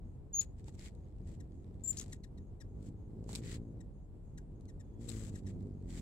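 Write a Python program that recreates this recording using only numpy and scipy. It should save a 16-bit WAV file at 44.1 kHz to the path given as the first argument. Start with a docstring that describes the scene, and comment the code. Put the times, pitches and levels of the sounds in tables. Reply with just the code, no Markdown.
"""Hummingbirds chase round a garden feeder, over a low rumble, a cricket and other insects.
From the start their wing strokes hum, swelling at each visit, and feathers rustle in sharp turns.
A thin whistle and dry snaps of wing and bill come first; near 2 s, a second whistle and a run of squeaks.
Short falling chips dot the chase, and the sharpest snaps fall just after 3 s.
Near 5 s a far bird slurs faintly downward, and the last visits hum loudest."""
import sys
import numpy as np
from scipy import signal
from scipy.fft import rfft, irfft
from scipy.io import wavfile
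from scipy.ndimage import uniform_filter1d

SR = 44100
rng = np.random.default_rng(int(sys.argv[2]) if len(sys.argv) > 2 else 0)


def transcribe(u):
    """Save the signal u as a 16-bit wav file named by the first command-line argument.

    u: samples, shape (n,) or (channels, n), limited to [-1, 1]; the rate is SR.
    q: integer samples, one column per channel.
    """
    v = np.clip(np.atleast_2d(u).T, -1, 1)
    q = np.round(v * 32767).astype(np.int16)
    wavfile.write(sys.argv[1], SR, q)


N = 265041
TIME, FREQS = np.arange(N) / SR, np.fft.rfftfreq(N, 1 / SR)
BAND_LIMIT_HZ = 15800


# Wing rate of the nearer bird. Each row: time in seconds, beats per second.
WING_RATE = [(0, 49), (.25, 42.5), (1.05, 51.7), (1.25, 47), (1.6, 44.1), (2.05, 50.4), (2.45, 48),
             (2.7, 51.5), (3.13, 53), (3.29, 55.5), (3.6, 58.3), (3.9, 48.3), (4.8, 49), (5.05, 59.3),
             (5.2, 54), (5.4, 47.5), (5.68, 50), (6.01, 40.6)]
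def wings(near_db=-1.9, rival_db=-61, wake_db=-65, flutter_db=1.83, follow=0.85):
    """Superposition: two birds hum at their own rates and stir the air; the rival keeps loosely close."""
    hum_db, upstroke, flick_db = nearness()
    near, beats = wingbeat(curve(WING_RATE), upstroke)
    rival, _ = wingbeat(44 * (1 + .05 * drift(2)), upstroke=0.45)
    chase_db = follow * (hum_db - hum_db.mean())
    wake = air_noise([(30, -11), (120, -4.5), (300, 0.5), (500, -9), (800, -21.5), (1400, -36.5),
                      (3000, -54.5)])
    wake *= gain_of(wake_db + chase_db)
    hum = placed(near * gain_of(hum_db + near_db + flutter_db * drift(30)), .3 + 1.5 * drift(5.3))
    hum += placed(rival * gain_of(rival_db + chase_db + 2 * drift(12)), 4 * drift(3))
    return hum + wake + feathers(beats, hum_db) + flicks(beats, hum_db + flick_db)


# One stroke's pressure pulse at the reference wing rate. 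Each row: frequency in Hz, gain in dB.
STROKE_SPECTRUM = [(25, -20), (50, -2), (105, 1.5), (165, -1), (220, -2), (290, -6.5), (350, -11.5),
                   (450, -12.5), (600, -30.5), (1000, -44.5)]
def wingbeat(beat_hz, upstroke, jitter=.006, uneven=0.16, reference_hz=54):
    """Periodic pulses form a harmonic series: each downstroke pushes air, each upstroke more weakly."""
    beats = np.cumsum(beat_hz * (1 + jitter * drift(25))) / SR
    orders, cycle = np.arange(1, 18), np.linspace(0, 1, num=512)
    amplitudes = gain_of(spectrum_at(STROKE_SPECTRUM, orders * reference_hz))
    pulse = np.cos(2 * np.pi * np.outer(cycle, orders)) @ amplitudes
    lag = 0.459 + 0.018 * drift(14)  # share of a beat from downstroke to upstroke
    down = np.interp(beats % 1, cycle, pulse)
    up = np.interp((beats - lag) % 1, cycle, pulse)
    return unit_rms(down + (upstroke + uneven * drift(26)) * up), beats


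# Close passes. Each row: arrival in seconds, stay in seconds, relative hum level in dB, upstroke as a
# share of the downstroke (strong in a hover, weak in a dash), feather flicks against the hum in dB.
FEEDER_VISITS = [(0.022, 0.13, -61, .3, -32), (.62, .28, -55, .35, -25), (.97, .17, -58, 0.55, -21),
                 (1.22, .18, -50, 0.33, -31), (1.52, 0.3, -51, .4, -28.5), (1.97, .16, -50, .15, -37.5),
                 (2.39, .05, -53, .2, -40), (2.78, 0.092, -47, .3, -37.5), (3.149, .45, -46, .12, -36.5),
                 (3.68, 0.078, -48, .1, -38), (4.38, .38, -54.5, .2, -37.5), (5.031, .3, -46, .55, -32.5),
                 (5.46, .22, -43.5, .65, -36), (5.86, 0.18, -44, .2, -32.5)]
def nearness(arrive_db_per_s=89, leave_db_per_s=68, away_db=-68):
    """Level falls with distance: the closest visit sets the hum; upstroke and flicks glide between visits."""
    arrival, stay, _, *columns = np.transpose(FEEDER_VISITS)
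    each_db = [db + held_db(start, length, arrive_db_per_s, leave_db_per_s)
               for start, length, db, _, _ in FEEDER_VISITS]
    upstroke, flick_db = (np.interp(TIME, arrival + stay / 2, column) for column in columns)
    return np.maximum(np.max(each_db, axis=0), away_db), upstroke, flick_db


# Spectra of the feathers' high hiss and lower rasp. Each row: frequency in Hz, gain in dB.
HISS_SPECTRUM = [(650, -29.5), (1100, -0.5), (2000, -2.5), (3200, -1.5), (5700, -2), (6800, 3.5), (7700, 9),
                 (9200, -7.5), (11000, -7), (13400, -18.5), (15500, -15)]
RASP_SPECTRUM = [(900, -32), (1450, -13), (1900, 2), (2700, -6), (4500, -4), (7000, -17.5), (12000, -35)]
# Sharp turns. Each row: start in seconds, length in seconds, relative level in dB, swell from start
# to end in dB, left over right in dB, rasp against hiss in dB.
SHARP_TURNS = [(0.346, 0.089, -66, 17.5, 3, -11), (.588, 0.016, -73.5, 0, -1.5, -2),
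               (0.674, 0.02, -64.5, -2, 2.5, -8), (.742, 0.011, -68, 5, 1, -16),
               (0.793, 0.089, -60, 4, 1.5, -2), (1.271, 0.085, -71, -4, 3, -5),
               (1.85, 0.13, -62.5, 8, 2, -10.5), (1.978, 0.046, -56, 12, -0.5, -22),
               (2.047, 0.099, -70.5, 13, 2, -7), (2.803, 0.081, -73.5, 19, 5, -16),
               (3.296, 0.097, -56, 0, 2, -12), (3.437, 0.12, -56, 5, 2, -1),
               (5.016, 0.066, -65.5, -2, 10, -12), (5.087, 0.21, -57, -6, 8, -15),
               (5.312, .08, -68.5, 9.5, 7, -11), (5.476, 0.036, -68, -5, 7.5, -2),
               (5.9, 0.095, -57, 6.5, 2, -5)]
def feathers(beats, hum_db, rustle_db=-3.0, throb_db=-0.5, grain_db=2.5, rasp_grain_db=1.5, swish_db=-43):
    """Turbulence: feathers tear the air in sharp turns and swish softly in plain flight."""
    hiss, rasp = np.zeros((2, 2, N))
    for start, length, db, swell_db, side_db, rasp_db in SHARP_TURNS:
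        age = np.clip((TIME - start) / length, 0, 1)
        arch_db = -0.5 * (2 * age - 1) ** 2
        edges_db = np.maximum(held_db(start, length, rise_db_per_s=748, fall_db_per_s=1010), -100)
        force = placed(gain_of(db + swell_db * (age - .5) + arch_db + edges_db), side_db)
        hiss = np.maximum(hiss, force)
        rasp = np.maximum(rasp, force * gain_of(rasp_db))
    hiss = (hiss + gain_of(hum_db + swish_db)) * air_noise(HISS_SPECTRUM)
    rasp = rasp * gain_of(rasp_grain_db * drift(92)) * air_noise(RASP_SPECTRUM)
    flutter = gain_of(rustle_db + throb_db * np.cos(4 * np.pi * beats) + grain_db * drift(350))
    return (hiss + rasp) * flutter


def flicks(beats, level_db, spread_db=3.5, snap_db=-3.5, rasp_db=-2):
    """Amplitude-modulated noise: feathers flick unevenly as the wings flip over, twice a beat."""
    flip = np.cos(2 * np.pi * beats) ** 10
    grain = gain_of(snap_db) * air_noise(SNAP_SPECTRUM) + gain_of(rasp_db) * air_noise(RASP_SPECTRUM)
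    strength = gain_of(level_db + spread_db * np.clip(drift(60), -2, 2))
    return grain * placed(flip * strength, side_db=2)


# One contour a whistle. Each row: time in seconds, pitch in Hz, level in dB, left over right in dB.
WHISTLE_CONTOURS = [
    [(.329, 7330, -57, 9), (.338, 6660, -43, -1.5), (.355, 6650, -37, 8), (.366, 6600, -39, 4.5),
     (.378, 6800, -38, -9.5), (.389, 6800, -34.5, 10.5), (.407, 6790, -36, 10), (.413, 6470, -60.5, 1.5)],
    [(1.836, 7294, -55, 26), (1.843, 7236, -53, 22), (1.861, 7340, -41.5, 6.5), (1.87, 7160, -50.5, 6.5),
     (1.879, 7330, -50.5, 32), (1.889, 7210, -49, 32), (1.911, 7220, -37.5, 13), (1.921, 7100, -52.5, 26)],
]
def whistle(contour, octave_db=-23, shimmer_db=2.5, jitter=.0015):
    """Nearly sinusoidal oscillation: a slightly unsteady note with a faint second harmonic."""
    times, *columns = np.transpose(contour)
    t = np.arange(times[0], times[-1], 1 / SR)
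    hz, db, side_db = (np.interp(t, times, column) for column in columns)
    phase = 2 * np.pi * np.cumsum(hz * (1 + jitter * drift(300)[:len(t)])) / SR
    note = (np.sin(phase) + gain_of(octave_db) * np.sin(2 * phase)) * signal.windows.tukey(len(t), .05)
    level = gain_of(db + shimmer_db * drift(150)[:len(t)])
    return times[0], placed(unit_rms(note) * level, side_db)


# The voice's spectral envelope. Each row: frequency in Hz, gain in dB.
VOICE_SPECTRUM = [(1200, 20), (1900, 3.5), (2800, -12.5), (4000, 0), (6000, -0.5), (7700, 2), (9200, -8.5),
                  (12000, -13.5), (15500, -32.5)]
# Falling chips and squeaky sweeps. Each row: start in seconds, length in seconds, start pitch in Hz,
# end pitch in Hz, level in dB, left over right in dB, beak resonance in Hz.
FALLING_CHIPS = [(1.399, 0.018, 2180, 1560, -66, 5, 6700), (2.121, 0.018, 2315, 1663, -52, 4, 7293),
                 (2.233, 0.02, 2290, 1614, -63, 7, 4200), (2.372, 0.021, 2210, 1714, -72.5, 7.5, 4000),
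                 (2.6, 0.028, 2110, 1557, -64.5, 11, 5400), (3.802, 0.017, 2060, 1700, -68.5, 11.5, 7300),
                 (4.374, 0.016, 2197, 1462, -60, 4, 6760), (4.678, 0.034, 2195, 1650, -70, 6.5, 6500),
                 (4.794, 0.027, 1978, 1670, -69, 7.5, 7430), (5.349, 0.02, 2164, 1554, -60, 6, 7200),
                 (5.461, 0.022, 2130, 1614, -64, 4.5, 6200)]
SQUEAKY_SWEEPS = [(0.409, 0.0096, 6330, 2000, -45.5, 1.7, 9450), (1.926, 0.0087, 4580, 1970, -56, 8, 7500),
                  (1.97, 0.0058, 2170, 5290, -46, 6.6, 7600), (1.973, 0.01, 6460, 6910, -50, 7.1, 6600),
                  (1.983, 0.0056, 4080, 6240, -49.5, 11, 6170),
                  (1.986, 0.0088, 6170, 7120, -45.5, 10, 6500), (1.9959, .007, 1928, 4560, -44, 5.7, 6930),
                  (2.009, 0.009, 1977, 4400, -49, 7.4, 6940), (5.086, 0.011, 4280, 3510, -53.5, 23.3, 7250)]
def chip(row, rough, rasp, beak_db=6, beak_width_hz=900):
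    """Source and filter: a rough harmonic voice glides, and the open beak's resonance lifts one band."""
    start, length, start_hz, end_hz, db, side_db, beak_hz = row
    count = max(int(length * SR), 32)
    wobble, grit = (unit_rms(uniform_filter1d(noise, size=14))[:count]
                    for noise in rng.standard_normal((2, 4096)))
    hz, age = np.linspace(start_hz, end_hz, count), np.linspace(0, 1, count)
    # the pitch starts clean and breaks up as the voice dies
    phase = 2 * np.pi * np.cumsum(hz * (1 + rough * 2 * age * wobble)) / SR
    orders = np.arange(1, 9)[:, None]
    partial_hz = orders * hz
    resonance_db = beak_db * np.exp(-((partial_hz - beak_hz) / beak_width_hz) ** 2)
    partial_db = spectrum_at(VOICE_SPECTRUM, partial_hz) + resonance_db
    voice = (gain_of(partial_db) * (partial_hz < BAND_LIMIT_HZ) * np.sin(orders * phase)).sum(0)
    call = unit_rms(voice * (1 + rasp * grit) * np.sin(np.pi * age))
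    return start, placed(call * gain_of(db), side_db)


# Spectra of a dry snap and a dull knock. Each row: frequency in Hz, gain in dB.
SNAP_SPECTRUM = [(300, -13), (900, -12.5), (1400, -22), (2200, -5.5), (3200, -7), (4200, 0.5), (5500, -4),
                 (6600, -2.5), (7700, 3), (9500, -8.5), (15500, -24.5)]
KNOCK_SPECTRUM = [(200, -8), (600, 3.5), (900, 6.5), (1200, -6), (1800, -20.5), (5000, -41)]
# Contacts. Each row: start in seconds, relative level in dB, left over right in dB, knock against
# snap in dB, number of touches one wingbeat apart.
CONTACTS = [(.422, -38.5, -7.5, -26.5, 1), (.585, -61, 6, -13, 1), (0.643, -52, 4, -2, 1),
            (.683, -43.5, -6, 7, 1), (0.793, -38, -1, -3.5, 1), (.951, -58.5, 6.5, -23, 1),
            (2.041, -43, 6.5, 3, 4), (2.827, -55, 8, -23, 1), (3.241, -52, 5.5, -16.5, 1),
            (3.292, -39, -6, 5.5, 2), (3.3303, -32.5, -6, -1.5, 1), (3.3517, -23, -3, -20.5, 1),
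            (3.3575, -24, 6.5, -20, 1), (4.609, -57.5, 11, -17.5, 1), (4.655, -59, 14, -21, 1),
            (5.087, -40, 11, -26, 1), (5.092, -44, 15, -27, 1), (5.1002, -35.5, 14, -21, 2),
            (5.606, -57.5, 9, -19, 2)]
def snaps(t60_s=0.015, level_db=-5, retouch_db=-3.5):
    """Impact transients: wings and bills clip each other and the feeder, each repeat touch weaker."""
    snap, knock = np.zeros((2, 2, N))
    t = np.arange(1024) / SR
    for start, db, side_db, knock_db, touches in CONTACTS:
        beat_hz = np.interp(start, *np.transpose(WING_RATE))
        for touch in range(round(touches)):
            decay = gain_of(db + level_db + touch * retouch_db - 60 * t / t60_s)
            burst = rng.standard_normal((2, len(t))) * placed(decay, side_db)
            add(snap, start + touch / beat_hz, burst)
            add(knock, start + touch / beat_hz, burst * gain_of(knock_db))
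    return coloured(snap, SNAP_SPECTRUM) + coloured(knock, KNOCK_SPECTRUM)


# Interaural phase. Each row: frequency in Hz, lag of the right ear in radians.
RIGHT_EAR_LAG = [(300, -2), (1500, 2.5), (4000, 1.58), (15000, 1.8)]
def yard(x, near_db=-14, near_t60_s=0.066, far_db=-28, far_t60_s=0.23, wall_delay_s=0.033, wall_db=-26):
    """Reflection: near things scatter a short echo, a wall returns one slap, the garden a faint tail."""
    t = np.arange(SR // 2) / SR
    taps = rng.standard_normal((2, 2, len(t))) * (t > .004)
    near = taps[0] * gain_of(-60 * t / near_t60_s)
    far = taps[1] * gain_of(-60 * t / far_t60_s)
    echo = gain_of(near_db) * near / np.linalg.norm(near[0])
    echo += gain_of(far_db) * far / np.linalg.norm(far[0])
    echo[:, round(wall_delay_s * SR)] += gain_of(wall_db)
    left, right = x + signal.fftconvolve(x, echo, axes=1)[:, :N]
    phase_shift = np.exp(-1j * spectrum_at(RIGHT_EAR_LAG, FREQS))
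    return np.array([left, irfft(rfft(right) * phase_shift, N)])


# A falling slur. Each row: time in seconds, pitch in Hz, level in dB, left over right in dB.
FAR_SLUR = [(4.79, 3600, -99, 0), (4.88, 3490, -98, 0), (4.97, 3350, -93, 0), (5.08, 3280, -88, 0)]
def far_bird():
    """Frequency glide: a distant bird slurs one almost pure tone downward."""
    return whistle(FAR_SLUR, octave_db=-40, shimmer_db=3)


# The cricket's drifting tempo. Each row: time in seconds, chirp period in seconds.
CHIRP_PERIOD = [(0, .305), (.9, .289), (2.65, .291), (3, .328), (4.6, .297)]
def insects(cricket_db=-90.5, high_db=-97, chorus_db=-93, chirp_s=.14, pulses_per_s=3.68):
    """Stridulation: one cricket chirps steadily, a higher insect pulses, and a far chorus hisses."""
    gate, start = np.zeros((2, N)), .03
    while start < N / SR:
        add(gate, start, placed(signal.windows.tukey(int(chirp_s * SR), .25), side_db=1))
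        start += np.interp(start, *np.transpose(CHIRP_PERIOD))
    cricket = gain_of(cricket_db) * shrill(hz=6650, width_hz=95) * gate
    high = gain_of(high_db) * shrill(hz=8700, width_hz=290) * np.sin(np.pi * pulses_per_s * TIME) ** 2
    chorus = air_noise([(5500, -33), (6900, -6.0), (7700, 1.5), (8500, -11.0), (9400, -18.0),
                        (10300, -5.5), (13000, -25.5)])
    return cricket + high + chorus * gain_of(chorus_db + 1.5 * drift(14))


def shrill(hz, width_hz):
    """Narrow-band noise: the fuzzy tone of a distant insect's wing."""
    band = np.exp(-((FREQS - hz) / width_hz) ** 2)
    return unit_rms(irfft(rfft(rng.standard_normal((2, N))) * band, N))


# The outdoor background. Each row: frequency in Hz, gain in dB.
RUMBLE_SPECTRUM = [(12, -20.5), (22, -5.5), (45, 5.5), (80, 1), (135, -2), (200, -10.5), (420, -17),
                   (620, -26.5), (900, -32), (1250, -41.5), (1650, -47), (2200, -50), (5500, -58),
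                   (15500, -65)]
def rumble(level_db=-49.5, swell_db=1):
    """Ambient noise: a low outdoor rumble that swells a little."""
    return air_noise(RUMBLE_SPECTRUM) * gain_of(level_db + swell_db * drift(11))


# Likeness of the two ears. Each row: frequency in Hz, left-right correlation from -1 to 1.
EAR_CORRELATION = [(30, 0.77), (200, 0.9), (500, 0.46), (1000, 0.28), (3000, -0.045), (15000, -0.075)]
def air_noise(spectrum):
    """Interaural coherence: stereo noise of a (Hz, dB) spectrum, alike in both ears only in the bass."""
    shared, apart = rfft(rng.standard_normal((2, N)))
    correlation = np.clip(spectrum_at(EAR_CORRELATION, FREQS), -1, 1)
    mid, side = shared * np.sqrt(1 + correlation), apart * np.sqrt(1 - correlation)
    ears = np.array([mid + side, mid - side])
    return unit_rms(irfft(ears * gain_of(spectrum_at(spectrum, FREQS)), N))


def drift(hz):
    """Random modulation of rms 1, up to about hz."""
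    return unit_rms(irfft(rfft(rng.standard_normal(N)) * np.exp(-(FREQS / hz) ** 2), N))


def held_db(start, length, rise_db_per_s, fall_db_per_s):
    """Exponential growth and decay: rises to 0 dB at start, holds, then falls."""
    before, after = np.maximum(start - TIME, 0), np.maximum(TIME - start - length, 0)
    return -rise_db_per_s * before - fall_db_per_s * after


def gain_of(db):
    """Decibels to amplitude."""
    return 10 ** (np.asarray(db) / 20)


def unit_rms(x):
    """Normalisation to rms 1."""
    return x / np.sqrt(np.mean(x ** 2) + 1e-20)


def spectrum_at(points, hz):
    """Interpolation on a log-frequency axis."""
    point_hz, value = np.transpose(points)
    return np.interp(np.log(hz + 1), np.log(point_hz + 1), value)


def curve(rows):
    """Linear interpolation of a control at every sample."""
    return np.interp(TIME, *np.transpose(rows))


def add(mix, start_s, sound):
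    """Superposition of a stereo sound on the mix."""
    part = mix[:, max(round(start_s * SR), 0):][:, :sound.shape[1]]
    part += sound[:, :part.shape[1]]


def placed(x, side_db):
    """Amplitude panning: left exceeds right by side_db."""
    return np.array([x * gain_of(side_db / 2), x / gain_of(side_db / 2)])


def coloured(x, spectrum):
    """Filtering by a (Hz, dB) spectrum."""
    return irfft(rfft(x) * gain_of(spectrum_at(spectrum, FREQS)), N)


def scene():
    """Superposition: calls and snaps echo in the yard; wings, insects and rumble add directly."""
    calls = snaps()
    for contour in WHISTLE_CONTOURS:
        add(calls, *whistle(contour))
    add(calls, *far_bird())
    for row in FALLING_CHIPS:
        add(calls, *chip(row, rough=0.042, rasp=0.39))
    for row in SQUEAKY_SWEEPS:
        add(calls, *chip(row, rough=.018, rasp=0.38))
    return yard(calls) + wings() + insects() + rumble()


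def record(dry):
    """Band limiting: a steep low-pass filter removes the highest treble."""
    low_pass = signal.firwin(511, BAND_LIMIT_HZ, window=("kaiser", 9), fs=SR)
    return signal.oaconvolve(dry, low_pass[None], "same")


dry = scene()
out = record(dry)
transcribe(out)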